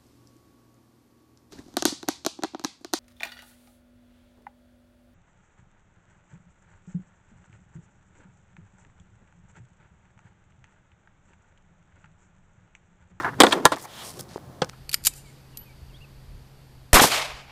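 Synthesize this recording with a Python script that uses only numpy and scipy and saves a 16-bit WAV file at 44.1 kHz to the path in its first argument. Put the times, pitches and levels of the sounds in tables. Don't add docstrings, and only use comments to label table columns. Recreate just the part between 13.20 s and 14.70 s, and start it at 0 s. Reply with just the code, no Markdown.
import sys
import numpy as np
from scipy import signal
from scipy.fft import rfft, irfft, next_fast_len
from scipy.io import wavfile

SR = 44100
rng = np.random.default_rng(int(sys.argv[2]) if len(sys.argv) > 2 else 0)


def unload_wav(signal):
    wavfile.write(
        sys.argv[1],
        SR,
        np.round(np.clip(np.atleast_2d(signal).T, -1, 1) * 32767).astype(np.int16),
    )


N = 66150


def amp(db):
    return 10 ** (np.asarray(db) / 20)


def unit(x):
    return x / np.sqrt(np.mean(x ** 2) + 1e-20)


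def clock():
    return np.arange(N) / SR


def along(points, hz):
    knots_hz, values = np.transpose(points)
    return np.interp(np.log(hz + 1), np.log(knots_hz + 1), values)


def level(rows):
    return amp(np.interp(clock(), *np.transpose(rows)))


def filtered(x, response):
    size = next_fast_len(N + SR // 2)
    return irfft(rfft(x, size) * response(np.fft.rfftfreq(size, 1 / SR)), size)[:N]


def wander(rate):
    return np.interp(clock() * rate, np.arange(N), rng.standard_normal(N))


def noise(spectrum, tilt_db=0, grain_db=0, grain_rate=500):
    def response(hz):
        octaves = np.log2(np.maximum(hz, 300) / 1000)
        return amp(along(spectrum, hz) + tilt_db * octaves)
    grains = amp(grain_db * wander(grain_rate))
    return unit(filtered(grains * rng.standard_normal(N), response))


def burst(t60, attack):
    return amp(-60 * clock() / t60) * (1 - np.exp(-clock() / attack))


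def ring(modes, attack):
    return sum((-1) ** k * amp(db + rng.normal(0, 0.22)) * burst(t60, attack)
               * np.sin(2 * np.pi * hz * clock()) for k, (hz, db, t60) in enumerate(modes))


def clatter(spectrum, t60, tilt_db, rise, damping):
    dense = noise(spectrum, tilt_db)
    centres_hz = 125 * 2 ** np.arange(8)
    out = np.zeros(N)
    for centre, weights in zip(centres_hz, np.eye(len(centres_hz))):
        band = filtered(dense, lambda hz: along(np.c_[centres_hz, weights], hz))
        out += band * burst(t60 * (1000 / centre) ** damping, rise)
    return out


def add(track, start_s, x):
    i = max(round(start_s * SR), 0)
    track[i:] += x[:N - i]


def outdoors():
    # (frequency [Hz], level [dB])
    floor_spectrum = [(100, -17), (300, -16), (600, -9.5), (1200, -17.5), (2600, -30.5), (4000, -28),
                      (9000, -34), (15000, -36.5)]
    rumble_spectrum = [(25, -24.5), (70, -8.5), (130, -1.5), (240, -11), (500, -25), (2000, -57.5)]
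    # (time [s], level [dB])
    rumble_envelope = [(0, -42), (.17, -43), (.4, -48), (.6, -55.5), (.95, -49), (1.3, -47), (1.5, -48)]
    return amp(-53) * noise(floor_spectrum) + level(rumble_envelope) * noise(rumble_spectrum)


def street(x):
    # (frequency [Hz], t60 [s])
    decay = [(200, 0.52), (1500, 0.29), (10000, 0.264)]
    hz, t, spectra = signal.stft(rng.standard_normal(SR // 2), SR, nperseg=256)
    fade = amp(-60 * t / along(decay, hz)[:, None])
    tail = signal.istft(spectra * fade, SR, nperseg=256)[1]
    return signal.fftconvolve(x, tail / np.linalg.norm(tail))[:N]


def grit():
    # (start [s], duration [s], level [dB], tilt [dB/octave])
    scuffs = [(0, 0.041, -47.5, 0), (0.239, 0.07, -36.5, 0.5), (0.307, 0.038, -27.5, -4.5),
              (0.338, .035, -56, 9), (0.515, 0.038, -33.5, -7.5), (0.581, 0.029, -46, 3),
              (0.607, 0.053, -45, 10), (0.989, 0.024, -38, 8), (1.013, 0.03, -54.5, 8),
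              (1.082, 0.098, -51.5, -0.5), (1.426, 0.008, -33, -6.5), (1.44, 0.0097, -40.5, -1.5),
              (1.49, 0.012, -46, 1.5)]
    # (time [s], level [dB])
    snaps = [(0.472, -21), (.56, -26.5), (.565, -23), (1.007, -30.5), (1.0105, -44), (1.4965, -20)]
    # (frequency [Hz], level [dB])
    spectrum = [(300, -19.5), (1000, 1.5), (2700, -3), (4800, 1), (9000, -7), (13000, -16.5), (15500, -21)]
    out = np.zeros(N)
    for start, length, db, tilt_db in scuffs:
        stroke = np.clip(np.minimum(clock(), length - clock()) / (length * 0.1), 0, 1)
        add(out, start, amp(db) * stroke * noise(spectrum, tilt_db, grain_db=4.5, grain_rate=730))
    for start, db in snaps:
        add(out, start, amp(db) * noise(spectrum) * burst(t60=0.0018, attack=0.0001))
    return out


def shoe_drag():
    # (time [s], level [dB])
    rub_envelope = [(.55, -75), (.57, -39), (.6, -54), (.625, -54), (.64, -45.5), (.658, -37), (.668, -52),
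                    (.7, -66)]
    drag_envelope = [(.66, -60), (.69, -50), (.74, -46.5), (.8, -41), (.86, -41), (.9, -42.5), (.93, -50),
                     (.985, -50), (1.03, -90)]
    # (frequency [Hz], level [dB])
    rub_spectrum = [(200, -20.5), (550, -9.5), (850, 2.5), (1150, 0), (1450, -13.5), (1850, -4),
                    (3000, -25), (12000, -31)]
    rasp_spectrum = [(200, -15.5), (650, 4), (1100, 3), (1500, 1.5), (2600, -3), (3300, 4), (4500, -4),
                     (7000, -6.5), (15000, -14.5)]
    hiss_spectrum = [(200, -6), (600, 1.5), (1100, 3.5), (1500, -7), (2600, -4), (3600, -3.5), (5200, 2),
                     (6600, -3), (9000, 0), (13000, -7.5), (15500, -13)]
    rasp = noise(rasp_spectrum)
    hiss = noise(hiss_spectrum, grain_db=3, grain_rate=810)
    rub = noise(rub_spectrum, grain_db=2, grain_rate=160)
    bright = np.interp(clock(), (0.82, 0.86), (0, 1))
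    slide = np.sqrt(1 - bright) * rasp + np.sqrt(bright) * hiss
    return level(drag_envelope) * slide + level(rub_envelope) * rub


def footfalls():
    # (time [s], level [dB], t60 [s], tilt [dB/octave], relative thud level [dB])
    steps = [(.9935, -37.5, 0.042, -7, 2.5), (1.4184, -15.5, 0.054, 0.5, 2.5)]
    # (frequency [Hz], level [dB])
    slap_spectrum = [(40, -31), (130, -4), (260, -1), (500, -9), (900, -5), (1600, -4), (2600, -11.5),
                     (3200, -9), (4400, -6.5), (7500, -17), (15000, -46)]
    # (frequency [Hz], level [dB], t60 [s])
    thud_modes = [(160, -3.5, 0.058), (395, -2.5, 0.025), (511, -1, 0.06), (792, 0, 0.029),
                  (1075, -16, 0.067), (1246, -12, 0.067), (1514, -14, 0.077), (3356, 2, 0.012),
                  (4200, -2.5, 0.014)]
    # (time [s], level [dB], fundamental [Hz], t60 of the fundamental [s])
    taps = [(1.1595, -13.5, 392, 0.015), (1.1789, -15.5, 634, 0.0055)]
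    # (frequency ratio [1], level [dB])
    tap_modes = [(1, 0), (2.35, 0.5), (4.1, -17)]
    attack_s = 0.0013
    out = np.zeros(N)
    for start, db, t60, tilt_db, thud_db in steps:
        thud = amp(thud_db) * ring(thud_modes, attack_s)
        slap = clatter(slap_spectrum, t60, tilt_db, attack_s, damping=0.4)
        add(out, start, amp(db) * (slap + thud))
    for start, db, hz, t60 in taps:
        modes = [(hz * ratio, mode_db, t60 / ratio) for ratio, mode_db in tap_modes]
        add(out, start, amp(db) * ring(modes, attack_s))
    return out


def board_scrape():
    # (time [s], level [dB])
    envelope = [(0, -20.5), (.012, -30.5), (.02, -41), (.044, -34.5), (.046, -20), (.057, -23),
                (.064, -26.5), (.088, -28.5), (.102, -36.5), (.12, -49.5), (.142, -39), (.17, -69.5),
                (.2, -40), (.22, -81)]
    # (frequency [Hz], level [dB])
    spectrum = [(100, -29), (330, -1), (550, -9), (950, 1.5), (1250, -2), (1480, 1), (1750, 0),
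                (2200, -14.5), (3200, -27.5), (8000, -39.5), (15000, -45)]
    return level(envelope) * noise(spectrum, grain_db=2.5, grain_rate=490)


def rolling_wheels():
    # (time [s], level [dB])
    envelope = [(.17, -52.5), (.2, -25), (.25, -30), (.3, -46), (.335, -36.5), (.355, -23), (.382, -25.5),
                (.41, -33.5), (.435, -34.5), (.452, -23), (.5, -52), (.54, -34.5), (.6, -61), (.7, -65),
                (.9, -61.5), (.97, -45.5), (1.06, -58)]
    # (frequency [Hz], level [dB])
    spectrum = [(50, -35.5), (180, -4.5), (290, -2.5), (400, -2.5), (650, -9), (1100, -11.5), (2200, -26.5),
                (5000, -33.5), (15000, -49)]
    drone_hz = 321 + 70.2 * wander(rate=170)
    drone = unit(np.sin(2 * np.pi * np.cumsum(drone_hz) / SR))
    rumble = noise(spectrum, grain_db=2, grain_rate=290)
    return level(envelope) * unit(rumble + amp(-0.5) * drone)


def trucks():
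    # (time [s], level [dB], rise [s], t60 [s])
    clacks = [(0.2196, 2.5, 0.00039, 0.0038), (0.2669, -17, .002, 0.015), (0.321, -12.5, 0.0048, 0.0133),
              (0.3275, -9.5, 0.00022, 0.011), (0.4528, -14, 0.001, 0.027)]
    # (frequency [Hz], level [dB])
    spectrum = [(300, -22.5), (1300, -2), (2350, -1.5), (2750, -8), (3150, 4.5), (3500, 7), (3900, -11),
                (4200, 2), (4800, -21.5), (6000, -17), (8000, -14), (15000, -36)]
    out = np.zeros(N)
    for start, db, rise, t60 in clacks:
        build_up = np.minimum(clock() / rise, 1)
        decay = amp(-60 * np.maximum(clock() - rise, 0) / t60)
        add(out, start, amp(db) * build_up * decay * noise(spectrum))
    return out


def board_impacts():
    # (time [s], level [dB], rise [s], clatter t60 [s], clatter tilt [dB/octave],
    # relative deck level [dB], relative wheel level [dB])
    blows = [(0.2028, 2.5, 0.00068, 0.058, 0.05, -11.5, -20),
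             (0.2345, -0.5, 0.00079, 0.063, -2.7, -12.5, -22), (0.2671, -16, 0.00057, 0.088, -5, -5, 0),
             (0.3272, -17.5, 0.0013, 0.072, -0.6, -11.5, 5),
             (0.4535, -0.5, 0.00019, 0.042, -0.02, -35.5, 2), (0.5189, -16, 0.0016, 0.072, -1.06, -11, 0)]
    # (frequency [Hz], level [dB])
    crack_spectrum = [(300, 0.5), (1500, -17.5), (4000, 14.5), (9000, 14.5), (15000, -20)]
    clatter_spectrum = [(40, -27), (130, -19), (300, 1), (520, 2), (900, 5), (1700, -2.5), (2600, -11.5),
                        (3600, -5), (5500, -17), (8500, -14.5), (15000, -29)]
    # (frequency [Hz], level [dB], t60 [s])
    deck_modes = [(175, -13.5, 0.09), (213.4, -9, 0.18), (279.6, -11, 0.16), (330, -7.5, 0.2),
                  (377, -13, 0.076), (446.6, -5.5, 0.15), (470.5, -10.5, 0.082), (506.5, -6, 0.158),
                  (636, -1.5, 0.051), (711, -3, 0.051), (894, -5, 0.067), (954, -7, 0.071),
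                  (1210, -8, 0.076), (1451, -1.5, 0.062)]
    wheel_modes = [(146, -16, 0.045), (321.7, -14, 0.058), (639.6, -14, 0.022), (932, -4.5, 0.03),
                   (1038, -0.5, 0.039), (1170, -8, 0.052), (1377, -6, 0.044), (1696, -7, 0.043),
                   (1853, -12, 0.05)]
    out = np.zeros(N)
    for start, db, rise, t60, tilt_db, deck_db, wheel_db in blows:
        crack_db = -1 + 2 * tilt_db
        crack = amp(crack_db) * noise(crack_spectrum) * burst(t60=0.008, attack=rise / 2)
        body = clatter(clatter_spectrum, t60, tilt_db, rise, damping=0.033)
        deck = amp(deck_db) * ring(deck_modes, rise)
        wheels = amp(wheel_db) * ring(wheel_modes, rise)
        add(out, start, amp(db) * (crack + body + deck + wheels))
    return out


def scene():
    low_cut_hz, street_db = 67, -25.5
    near = (board_impacts() + trucks() + footfalls() + board_scrape() + rolling_wheels()
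            + shoe_drag() + grit())
    near = filtered(near, lambda hz: (1j * hz / (low_cut_hz + 1j * hz)) ** 2)
    return (near + outdoors() + amp(street_db) * street(near))[None]


def record(dry):
    top_hz, edge_width_hz = 15500, 500
    clipped = dry[0] / (1 + np.abs(dry[0]) ** 8) ** (1 / 8)
    return filtered(clipped, lambda hz: np.clip((top_hz - hz) / edge_width_hz + 0.5, 0, 1))[None]


dry = scene()
out = record(dry)
unload_wav(out)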